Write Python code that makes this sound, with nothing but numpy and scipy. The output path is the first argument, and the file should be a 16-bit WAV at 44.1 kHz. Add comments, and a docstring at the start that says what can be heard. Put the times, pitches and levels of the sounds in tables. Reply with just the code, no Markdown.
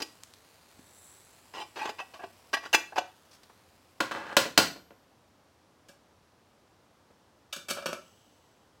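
"""Mess tin over a spirit burner

An aluminium mess tin is handled in a small, quiet room: drips sizzle as the lid is lifted, the lid scrapes
and snaps back on, the tin knocks down on a steel tray, then a small metal snuffer cap is rattled into place.
Metal contacts are runs of tiny impacts exciting the modes of a body, heard with the room's reflections.
Boiling is a spectrally shaped stream of random pops; the wire handle is a set of decaying sines.
"""
import sys
import numpy as np
from scipy import signal
from scipy.fft import rfft, irfft
from scipy.io import wavfile
from scipy.ndimage import uniform_filter1d

SR = 44100
rng = np.random.default_rng(int(sys.argv[2]) if len(sys.argv) > 2 else 0)


def dump_mix(stems):
    """Bounce the given channels to the path in sys.argv[1] as a 16-bit WAV at rate SR."""
    frames = np.atleast_2d(stems).T  # one column per channel
    limited = np.clip(frames, -1, 1)  # hard clip at full scale
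    pcm = np.round(limited * 32767).astype(np.int16)
    wavfile.write(sys.argv[1], SR, pcm)


N = 388080
SIZE = 16384  # samples in the response to one contact
HZ = np.fft.rfftfreq(SIZE, 1 / SR)


def gain_of(db):
    """Decibel law: a level in dB becomes an amplitude ratio."""
    return 10 ** (np.asarray(db) / 20)


def evened(x):
    """Normalization: scales to an rms of one."""
    return x / np.sqrt(np.mean(abs(x) ** 2) + 1e-30)


def read(points, hz):
    """Interpolation of a table along a logarithmic frequency axis."""
    table_hz, value = np.transpose(points)
    return np.interp(np.log(hz + 1), np.log(table_hz + 1), value)


def add(mix, start_s, sound):
    """Superposition: sums a sound into the mix from its start time."""
    part = mix[max(round(start_s * SR), 0):][:len(sound)]
    part += sound[:len(part)]


def coloured(noise, spectrum):
    """Spectral shaping: noise takes on a spectrum, at an rms of one."""
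    shape = gain_of(read(spectrum, np.fft.rfftfreq(N, 1 / SR)))
    return evened(irfft(rfft(noise) * shape, N))


# Reverberation time of the room: frequency_hz, t60_s
ROOM_T60 = [(100, .5), (300, .36), (800, .28), (2000, .32), (5000, .33), (9000, .31), (15000, .3)]


def room(x, wet_db, delay_s=0.0032, build_s=0.0041):
    """Reverberation: reflections build up after a short delay and decay at a rate set by frequency."""
    hz, t, tail_bands = signal.stft(rng.choice([-1., 1.], SIZE), SR, nperseg=256)
    decay = gain_of(-60 * t / read(ROOM_T60, hz)[:, None])
    tail = signal.istft(tail_bands * decay, SR, nperseg=256)[1]
    tail *= np.clip((np.arange(len(tail)) / SR - delay_s) / build_s, 0, 1)
    tail /= np.linalg.norm(tail)
    return x + gain_of(wet_db) * signal.oaconvolve(x, tail)[:N]


# Spectrum of the quiet room, relative: frequency_hz, density_db
ROOM_TONE = [(15, -63), (25, -30.5), (59, -8.5), (92, -0.5), (130, -8), (293, -6), (416, -9.5), (489, -8),
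             (796, -10), (1020, -11), (1840, -18.5), (2160, -20.5), (5730, -24), (6210, -26), (16000, -38)]
ROOM_TONE_DB = -64


def room_tone():
    """Stationary random noise: the room's steady background has a fixed spectrum and level."""
    return gain_of(ROOM_TONE_DB) * coloured(rng.standard_normal(N), ROOM_TONE)


def boiling(spectrum, level_db, bubbles_per_s, spread_db):
    """Random point process: bubbles burst at random instants, a few large enough to tick."""
    sizes = gain_of(spread_db * np.minimum(rng.exponential(1, N), 5))
    bursting = rng.random(N) < bubbles_per_s / SR
    pops = rng.standard_normal(N) * sizes * bursting
    return coloured(pops, spectrum) * gain_of(level_db)


def burst_level(rows):
    """Exponential growth and decay: the level in dB is the highest of straight rises and falls."""
    t = np.arange(N) / SR
    levels_db = [peak_db - rise * np.maximum(peak_s - t, 0) - fall * np.maximum(t - peak_s, 0)
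                 for peak_s, peak_db, rise, fall in rows]
    return np.max(levels_db, axis=0)


# Spectrum of the simmer, relative: frequency_hz, density_db
SIMMER = [(25, -34.5), (100, -12.5), (300, -1), (900, 8.5), (2000, 0.5), (4000, 1.5), (7000, -3.5),
          (11000, -5.5), (13000, -7), (16000, -9.5)]
SIMMER_DB, OFF_FLAME_S, ON_TRAY_S = -62.5, 2.4, 4.6
COOL_DB_PER_S, QUIET_DB_PER_S = 3.5, 15.5  # the second rate adds to the first


def simmer():
    """Boiling noise with cooling: steady over the flame, falling off it, falling faster on the tray."""
    t = np.arange(N) / SR
    cooling_db = COOL_DB_PER_S * np.maximum(t - OFF_FLAME_S, 0)
    quieting_db = QUIET_DB_PER_S * np.maximum(t - ON_TRAY_S, 0)
    return boiling(SIMMER, SIMMER_DB - cooling_db - quieting_db, bubbles_per_s=7800, spread_db=2.5)


# Spectrum of the sizzle, relative: frequency_hz, density_db
SIZZLE = [(500, -31.5), (2800, -17.5), (3700, -14.5), (5000, -19.5), (7000, -5), (7750, 5.5), (8600, -10),
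          (9500, -1.5), (11500, -11), (14500, -12.5), (16000, -16.5)]
# Drips of water on the burner: peak_s, level_db, rise_db_per_s, fall_db_per_s
DRIPS = [(0, -64, 40, 45), (1.05, -58, 45, 27), (1.8, -73, 6, 15)]


def sizzle():
    """Flash boiling: each drip swells to a peak of hissing pops and dies away."""
    return boiling(SIZZLE, burst_level(DRIPS), bubbles_per_s=7400, spread_db=2.0)


# Lifts of the lid that lengthen its echo path: centre_s, half_length_s, extra_delay_ms
LID_LIFTS = [(0, 0.32, 0.45), (1.022, 0.38, 0.14), (3.256, 0.34, .25)]
LID_REST_MS = .38


def off_the_lid(hiss, echo_db):
    """Comb-filter interference: the hiss arrives directly and again off the moving lid in the hand."""
    t = np.arange(N) / SR
    delay_ms = LID_REST_MS + sum(extra_ms * np.exp(-((t - centre_s) / half_s) ** 2)
                                 for centre_s, half_s, extra_ms in LID_LIFTS)
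    return hiss + gain_of(echo_db) * np.interp(t - delay_ms / 1000, t, hiss)


# Spectrum of the escaping vapour, relative: frequency_hz, density_db
SNUFF_HISS = [(1180, -40), (2000, -15), (2130, -30), (2930, 2), (3680, -10), (5760, -8), (6250, -3),
              (7120, -18), (7790, -1), (8520, -17), (14000, -17)]
# Vapour escaping under the cap: peak_s, level_db, rise_db_per_s, fall_db_per_s
SNUFFS = [(8.06, -66, 60, 22)]


def vapour():
    """Boiling noise under the cap: a dense hiss rises abruptly and decays."""
    return boiling(SNUFF_HISS, burst_level(SNUFFS), bubbles_per_s=11000, spread_db=2.0)


def causal(gain):
    """Minimum phase: the Hilbert transform of the log gain makes all ringing follow the blow."""
    log_gain = np.log(np.maximum(gain, 1e-5))
    circle = np.concatenate([log_gain, log_gain[-2:0:-1]])
    phase = -signal.hilbert(circle).imag[:len(gain)]
    return gain * np.exp(1j * phase)


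def chatter(rub_s, t60_s, grit_db, bite_s):
    """Broadband excitation: tiny impacts bite in, last while metal rubs, then die, driving modes evenly."""
    t = np.arange(SIZE // 2) / SR
    envelope = (1 - np.exp(-t / bite_s)) * gain_of(-60 * np.maximum(t - rub_s, 0) / t60_s)
    impacts, catches = rng.standard_normal((2, len(t)))
    grit = gain_of(grit_db * evened(uniform_filter1d(catches, size=60)))
    force = impacts * envelope * grit
    # alternately flatten the spectrum and restore the decay
    for _ in range(3):
        spectrum = rfft(force)
        force = irfft(spectrum / (abs(spectrum) + 1e-12)) * np.sqrt(envelope)
    return evened(rfft(force, SIZE)) * np.linalg.norm(envelope)


def minor_modes(depth_db, from_hz=1800):
    """Modal density: thin sheet has many small peaks and gaps, deepest in the treble."""
    ripple = np.convolve(rng.standard_normal(len(HZ)), signal.windows.hann(61), "same")
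    return gain_of(depth_db * np.clip(evened(ripple), -2, 2) * HZ / (HZ + from_hz))


def contacts(rows, body, modes, favour_db, favour_octaves, minor_db, spot_db, grit_db, bite_s,
             bass_hz=450, treble_hz=3000):
    """Modal excitation: weight adds bass, a hard edge treble, and the spot struck favours some modes."""
    ringing = 1 + sum(gain_of(db) ** 2 / (1 + (2 * (HZ - hz) / width) ** 2) for hz, width, db in modes)
    sheet = gain_of(read(body, HZ)) * minor_modes(minor_db)
    low = 1 / (1 + (HZ / bass_hz) ** 4)
    high = 1 - 1 / (1 + (HZ / treble_hz) ** 2)
    octave, out = np.log2(HZ + 1), np.zeros(N)
    for start_s, level_db, rub_s, t60_s, bass_db, treble_db, *spots_hz in rows:
        favoured = sum(1 / (1 + ((octave - np.log2(hz)) / favour_octaves) ** 2) ** 2 for hz in spots_hz)
        # each spot also lies on the nodes of some minor modes and the bellies of others
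        spot = minor_modes(spot_db)
        response = sheet * spot * np.sqrt(ringing + gain_of(favour_db) ** 2 * favoured)
        colour = evened(response * gain_of(bass_db * low + treble_db * high))
        sound = irfft(causal(colour) * chatter(rub_s, t60_s, grit_db, bite_s))
        add(out, start_s, gain_of(level_db) * sound)
    return out


LIGHT_TOUCH_DB = -40


def die_away(level_db, damping):
    """Contact damping: the harder the press, the shorter the t60, halving every so many dB."""
    light_t60_s, halving_db = damping
    return light_t60_s * 2 ** ((LIGHT_TOUCH_DB - level_db) / halving_db)


def knocked(rows, damping):
    """Impact: each knock is one contact, with a t60 that follows from its level."""
    return [(start_s, level_db, rub_s, die_away(level_db, damping), *colour)
            for start_s, level_db, rub_s, *colour in rows]


# a catch lasts a moment and has more bass and treble than the slide before it
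CATCH_S, CATCH_BASS_DB, CATCH_TREBLE_DB = 0.0058, 6.5, 1


def pushed(rows, damping):
    """Sliding friction and arrest: metal slides along a rim, then catches on a new spot."""
    touches = []
    for start_s, length_s, slide_db, catch_db, bass_db, treble_db, slide_hz, catch_hz, shared_hz in rows:
        catch_bass_db, catch_treble_db = bass_db + CATCH_BASS_DB, treble_db + CATCH_TREBLE_DB
        touches.append((start_s, slide_db, length_s, bass_db, treble_db, slide_hz, shared_hz))
        touches.append((start_s + length_s, catch_db, CATCH_S, catch_bass_db, catch_treble_db,
                        catch_hz, shared_hz))
    return knocked(touches, damping)


# Dense, quickly damped modes of the handle, relative: frequency_hz, gain_db
HANDLE_BODY = [(40, -6), (300, 6.5), (1200, 8), (2500, 6), (5000, 3), (9000, -3.5), (16000, -15)]
# Light ticks and brushes of handle and hand: start_s, level_db, contact_s, bass_db, treble_db, favoured_hz
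HANDLE_KNOCKS = [ (0.235, -37.5, 0.0011, -4, 13, 6900), (0.336, -50.5, .001, -10, 8, 4200),
                 (0.786, -53.5, 0.0077, 22, 3, 262), (3.310, -60, 0.042, -14, 8, 5330),
                 (3.432, -55, 0.0018, 12, 6, 4570), (3.497, -54, 0.0038, -4, -29, 1010),
                 (7.103, -60, 0.0035, 10, -30, 560)]
HANDLE_DAMPING = (0.012, 5.1)  # light_t60_s, halving_db


def handle():
    """Heavily damped impact: the handle and the hand holding it tick and brush without main modes."""
    return contacts(knocked(HANDLE_KNOCKS, HANDLE_DAMPING), HANDLE_BODY, [], favour_db=5,
                    favour_octaves=.3, minor_db=1.5, spot_db=1, grit_db=3, bite_s=.0002)


# Wire handle singing on after the tin lands: start_s, pitch_hz, level_db, t60_s
WIRE_RING = [(4.576, 11450, -54, .5), (4.576, 12680, -59, 1.15), (4.576, 14870, -56, .6)]


def wire():
    """Free vibration: lightly damped modes of the wire handle ring as decaying sines."""
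    t, out = np.arange(SR) / SR, np.zeros(N)
    for start_s, pitch_hz, level_db, t60_s in WIRE_RING:
        decay = gain_of(level_db - 60 * t / t60_s)
        add(out, start_s, decay * np.sin(2 * np.pi * pitch_hz * t))
    return out


# Main modes of the snuffer cap: frequency_hz, width_hz, above_body_db
CAP_MODES = [(170, 25, 8), (220, 30, 8), (362, 24, 9), (570, 22, 12), (625, 35, 7), (1180, 40, 7),
             (1328, 18, 12), (1462, 20, 10), (1655, 40, 10), (2340, 45, 14), (2748, 22, 11), (2960, 30, 9),
             (3260, 50, 6), (3680, 70, 6), (4470, 45, 7), (5540, 60, 11), (6260, 50, 7), (7780, 90, 7),
             (9040, 50, 8)]
# Its dense, quickly damped modes, relative: frequency_hz, gain_db
CAP_BODY = [(40, -32), (130, -11), (220, -4), (420, -5.5), (560, 0.5), (850, -6), (1500, -1.5), (1980, -12),
            (2600, -2), (4000, -4.5), (8000, -5), (10500, -11.5), (14000, -12.5), (16000, -21)]
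# Pushes home: start_s, length_s, slide_db, catch_db, bass_db, treble_db, slide_hz, catch_hz, shared_hz
CAP_PUSHES = [(7.684, .021, -35.5, -28.5, -3, -0.5, 3150, 1360, 2310),
              (7.765, 0.027, -39.5, -60, -10, -30, 583, 1300, 600)]
# Lifted from the table, then seated on the burner:
# start_s, level_db, contact_s, bass_db, treble_db, two favoured_hz
CAP_KNOCKS = [ (5.885, -52, .005, 7, -1, 555, 1650), (7.526, -34.5, .0097, -27, -1.5, 3612, 2940),
              (7.561, -38, 0.0026, 6, -1.5, 1490, 3770), (7.822, -43, 0.0039, -10, -22, 1290, 620),
              (7.858, -27, 0.0042, -2, -11.5, 970, 527), (7.885, -39, 0.01, 3, -19, 507, 1110),
              (7.929, -31, 0.0022, -3, -17, 634, 372)]
CAP_DAMPING = (.1, 18.6)  # light_t60_s, halving_db


def cap():
    """Modal ringing of a small shell: the snuffer cap knocks and slides into place."""
    touches = pushed(CAP_PUSHES, CAP_DAMPING) + knocked(CAP_KNOCKS, CAP_DAMPING)
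    return contacts(touches, CAP_BODY, CAP_MODES, favour_db=11, favour_octaves=.08,
                    minor_db=2.5, spot_db=4.5, grit_db=3, bite_s=.0004)


# Dull taps as the tin rocks after a landing: start_s, level_db
ROCKS = [(4.455, -33), (4.622, -49), (4.759, -46), (4.905, -50)]
TRAY_DAMPING = (0.096, 46)  # light_t60_s, halving_db
ROCK_S, ROCK_BASS_DB, ROCK_TREBLE_DB, ROCK_HZ = 0.0017, 3, -20, (560, 460, 700)


def rocked():
    """Repeated impact: the rocking tin taps back on the same spot each time."""
    taps = [(start_s, level_db, ROCK_S, ROCK_BASS_DB, ROCK_TREBLE_DB, *ROCK_HZ)
            for start_s, level_db in ROCKS]
    return knocked(taps, TRAY_DAMPING)


# Tin dragged over the tray between landings: time_s, pressure_db (before the DRAG_DB offset)
DRAG = [(4.135, -34.5), (4.193, -36.5), (4.203, -43), (4.287, -41), (4.325, -37)]
DRAG_DB, DRAG_BASS_DB, DRAG_TREBLE_DB, DRAG_HZ = -3, -4.5, -18, (1220, 1620, 850)
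SLIP_S = .025


def dragged(t60_s):
    """Sliding friction: an unbroken run of slips, as loud as the tin is pressed down."""
    times_s, pressure_db = np.transpose(DRAG)
    slips = []
    for start_s in np.arange(times_s[0], times_s[-1], SLIP_S):
        level_db = DRAG_DB + np.interp(start_s + SLIP_S / 2, times_s, pressure_db)
        slips.append((start_s, level_db, SLIP_S, t60_s, DRAG_BASS_DB, DRAG_TREBLE_DB, *DRAG_HZ))
    return slips


# Main modes of tin and tray: frequency_hz, width_hz, above_body_db
TRAY_MODES = [(120, 20, 2), (222, 28, 5), (275, 25, 4), (360, 18, 9), (538, 25, 7), (715, 35, 5),
              (932, 20, 7), (995, 20, 7), (1072, 18, 8), (1415, 30, 7), (1510, 20, 5), (1665, 20, 5),
              (1940, 25, 4), (2640, 40, 2), (3080, 80, 3), (3646, 30, 7), (4260, 60, 7), (4620, 60, 2),
              (11000, 160, 4)]
# Their dense, quickly damped modes, relative: frequency_hz, gain_db
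TRAY_BODY = [(35, -29.5), (80, -15), (160, -8), (300, -4.5), (450, -3), (620, -3), (800, -5), (1200, -4),
             (1500, -3.5), (2300, -4), (3300, -7), (5500, -11), (8000, -15), (11000, -24.5), (16000, -24)]
# The filled tin lands on one corner, the next, then flat with both edges:
# start_s, level_db, contact_s, bass_db, treble_db, three favoured_hz
TRAY_KNOCKS = [ (4.003, -22.5, 0.0062, -2, -5.5, 1078, 1450, 299),
               (4.111, -32.5, 0.012, -4, -11.5, 1250, 1620, 1110),
               (4.367, -13, 0.0053, -1.5, 4, 543.4, 600, 1023),
               (4.576, -9, 0.0013, 1.5, 7.5, 1420, 712, 4560), (4.586, -17, 0.0018, 6, -7, 720, 653.4, 844)]


def tray():
    """Modal ringing of a plate: the filled tin knocks, rocks and drags on the steel tray."""
    touches = knocked(TRAY_KNOCKS, TRAY_DAMPING) + rocked() + dragged(t60_s=.06)
    return contacts(touches, TRAY_BODY, TRAY_MODES, favour_db=8.5, favour_octaves=.1,
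                    minor_db=2.5, spot_db=2.5, grit_db=4.0, bite_s=0.00029)


# Main modes of the lid: frequency_hz, width_hz, above_body_db
LID_MODES = [(330, 25, 5), (425, 50, 4), (790, 20, 5), (875, 30, 7), (1010, 20, 5), (1140, 18, 8),
             (1515, 35, 7), (1605, 25, 8), (1925, 16, 14), (2385, 26, 11), (2650, 40, 5), (2850, 45, 5),
             (2950, 45, 6), (3080, 30, 3), (3530, 20, 6), (4160, 25, 10), (4780, 40, 7), (4995, 32, 12),
             (5810, 25, 8), (6430, 30, 8), (7350, 50, 8)]
# Its dense, quickly damped modes, relative: frequency_hz, gain_db
LID_BODY = [(40, -30), (150, -19.5), (260, -9.5), (520, -5), (700, -1.5), (1050, -1), (1300, -6.5),
            (1650, -4), (2150, -9), (2800, -4.5), (3600, -10), (6500, -16.5), (9000, -26.5), (16000, -31.5)]
# Pushes along the rim: start_s, length_s, slide_db, catch_db, bass_db, treble_db,
# slide_hz, catch_hz, shared_hz
LID_PUSHES = [ (1.537, 0.086, -40, -59, 4, -3.5, 870, 2420, 1090),
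              (1.757, 0.096, -36.5, -30, 0, -8.5, 2500, 1090, 872),
              (1.870, 0.02, -38.5, -34, -3, -6.5, 1060, 426, 820),
              (1.984, .015, -37, -34.5, -11, -11, 2600, 750, 980),
              (2.137, 0.011, -46.5, -57, 3, -3, 1130, 1110, 670),
              (2.192, 0.042, -47.5, -37.5, -2, -24, 1600, 387, 700),
              (2.530, 0.0087, -25.5, -23.5, -2.5, -0.5, 1130, 1930, 1600),
              (2.628, .025, -46.5, -39.5, -1.5, -6, 1100, 1470, 1896),
              (2.729, 0.015, -20.5, -12.5, -5, 4.5, 2800, 2000, 1540),
              (2.958, 0.021, -30, -20.5, -7.5, -11, 890, 568, 745)]
# Lid against the rim of the tin: start_s, level_db, contact_s, bass_db, treble_db, two favoured_hz
LID_KNOCKS = [ (0.001, -36, .003, 11, 2, 293, 454), (0.019, -29.5, .004, 18.5, 15.5, 2410, 4880),
              (2.567, -34.5, .005, -11, -10.5, 677, 1920), (2.921, -43.5, .004, -4, -45, 787, 1580)]
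LID_DAMPING = (0.13, 11)  # light_t60_s, halving_db


def lid():
    """Modal ringing of thin sheet: the lid scrapes along the rim, catches and knocks."""
    touches = pushed(LID_PUSHES, LID_DAMPING) + knocked(LID_KNOCKS, LID_DAMPING)
    return contacts(touches, LID_BODY, LID_MODES, favour_db=12.5, favour_octaves=0.083,
                    minor_db=3.0, spot_db=6.5, grit_db=3.5, bite_s=0.00051)


def scene():
    """Superposition: the cookware in the room, over the boiling and the room tone."""
    background = room_tone()
    hiss = off_the_lid(simmer() + sizzle(), echo_db=-11.5) + vapour()
    handling = room(handle(), wet_db=-10) + wire()
    knocks = room(cap(), wet_db=-4.5) + room(tray(), wet_db=-4.5) + room(lid(), wet_db=-12.5)
    return (background + hiss + handling + knocks)[None]


EDGE_HZ = 16150


def record(dry):
    """Saturation and band limiting: the microphone rounds off high peaks, then a low-pass follows."""
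    ceiling = .9
    rounded = ceiling * np.tanh(dry / ceiling)
    low_pass = signal.firwin(401, EDGE_HZ, window=("kaiser", 9), fs=SR)
    return signal.oaconvolve(rounded, low_pass[None], "same")


dry = scene()
out = record(dry)
dump_mix(out)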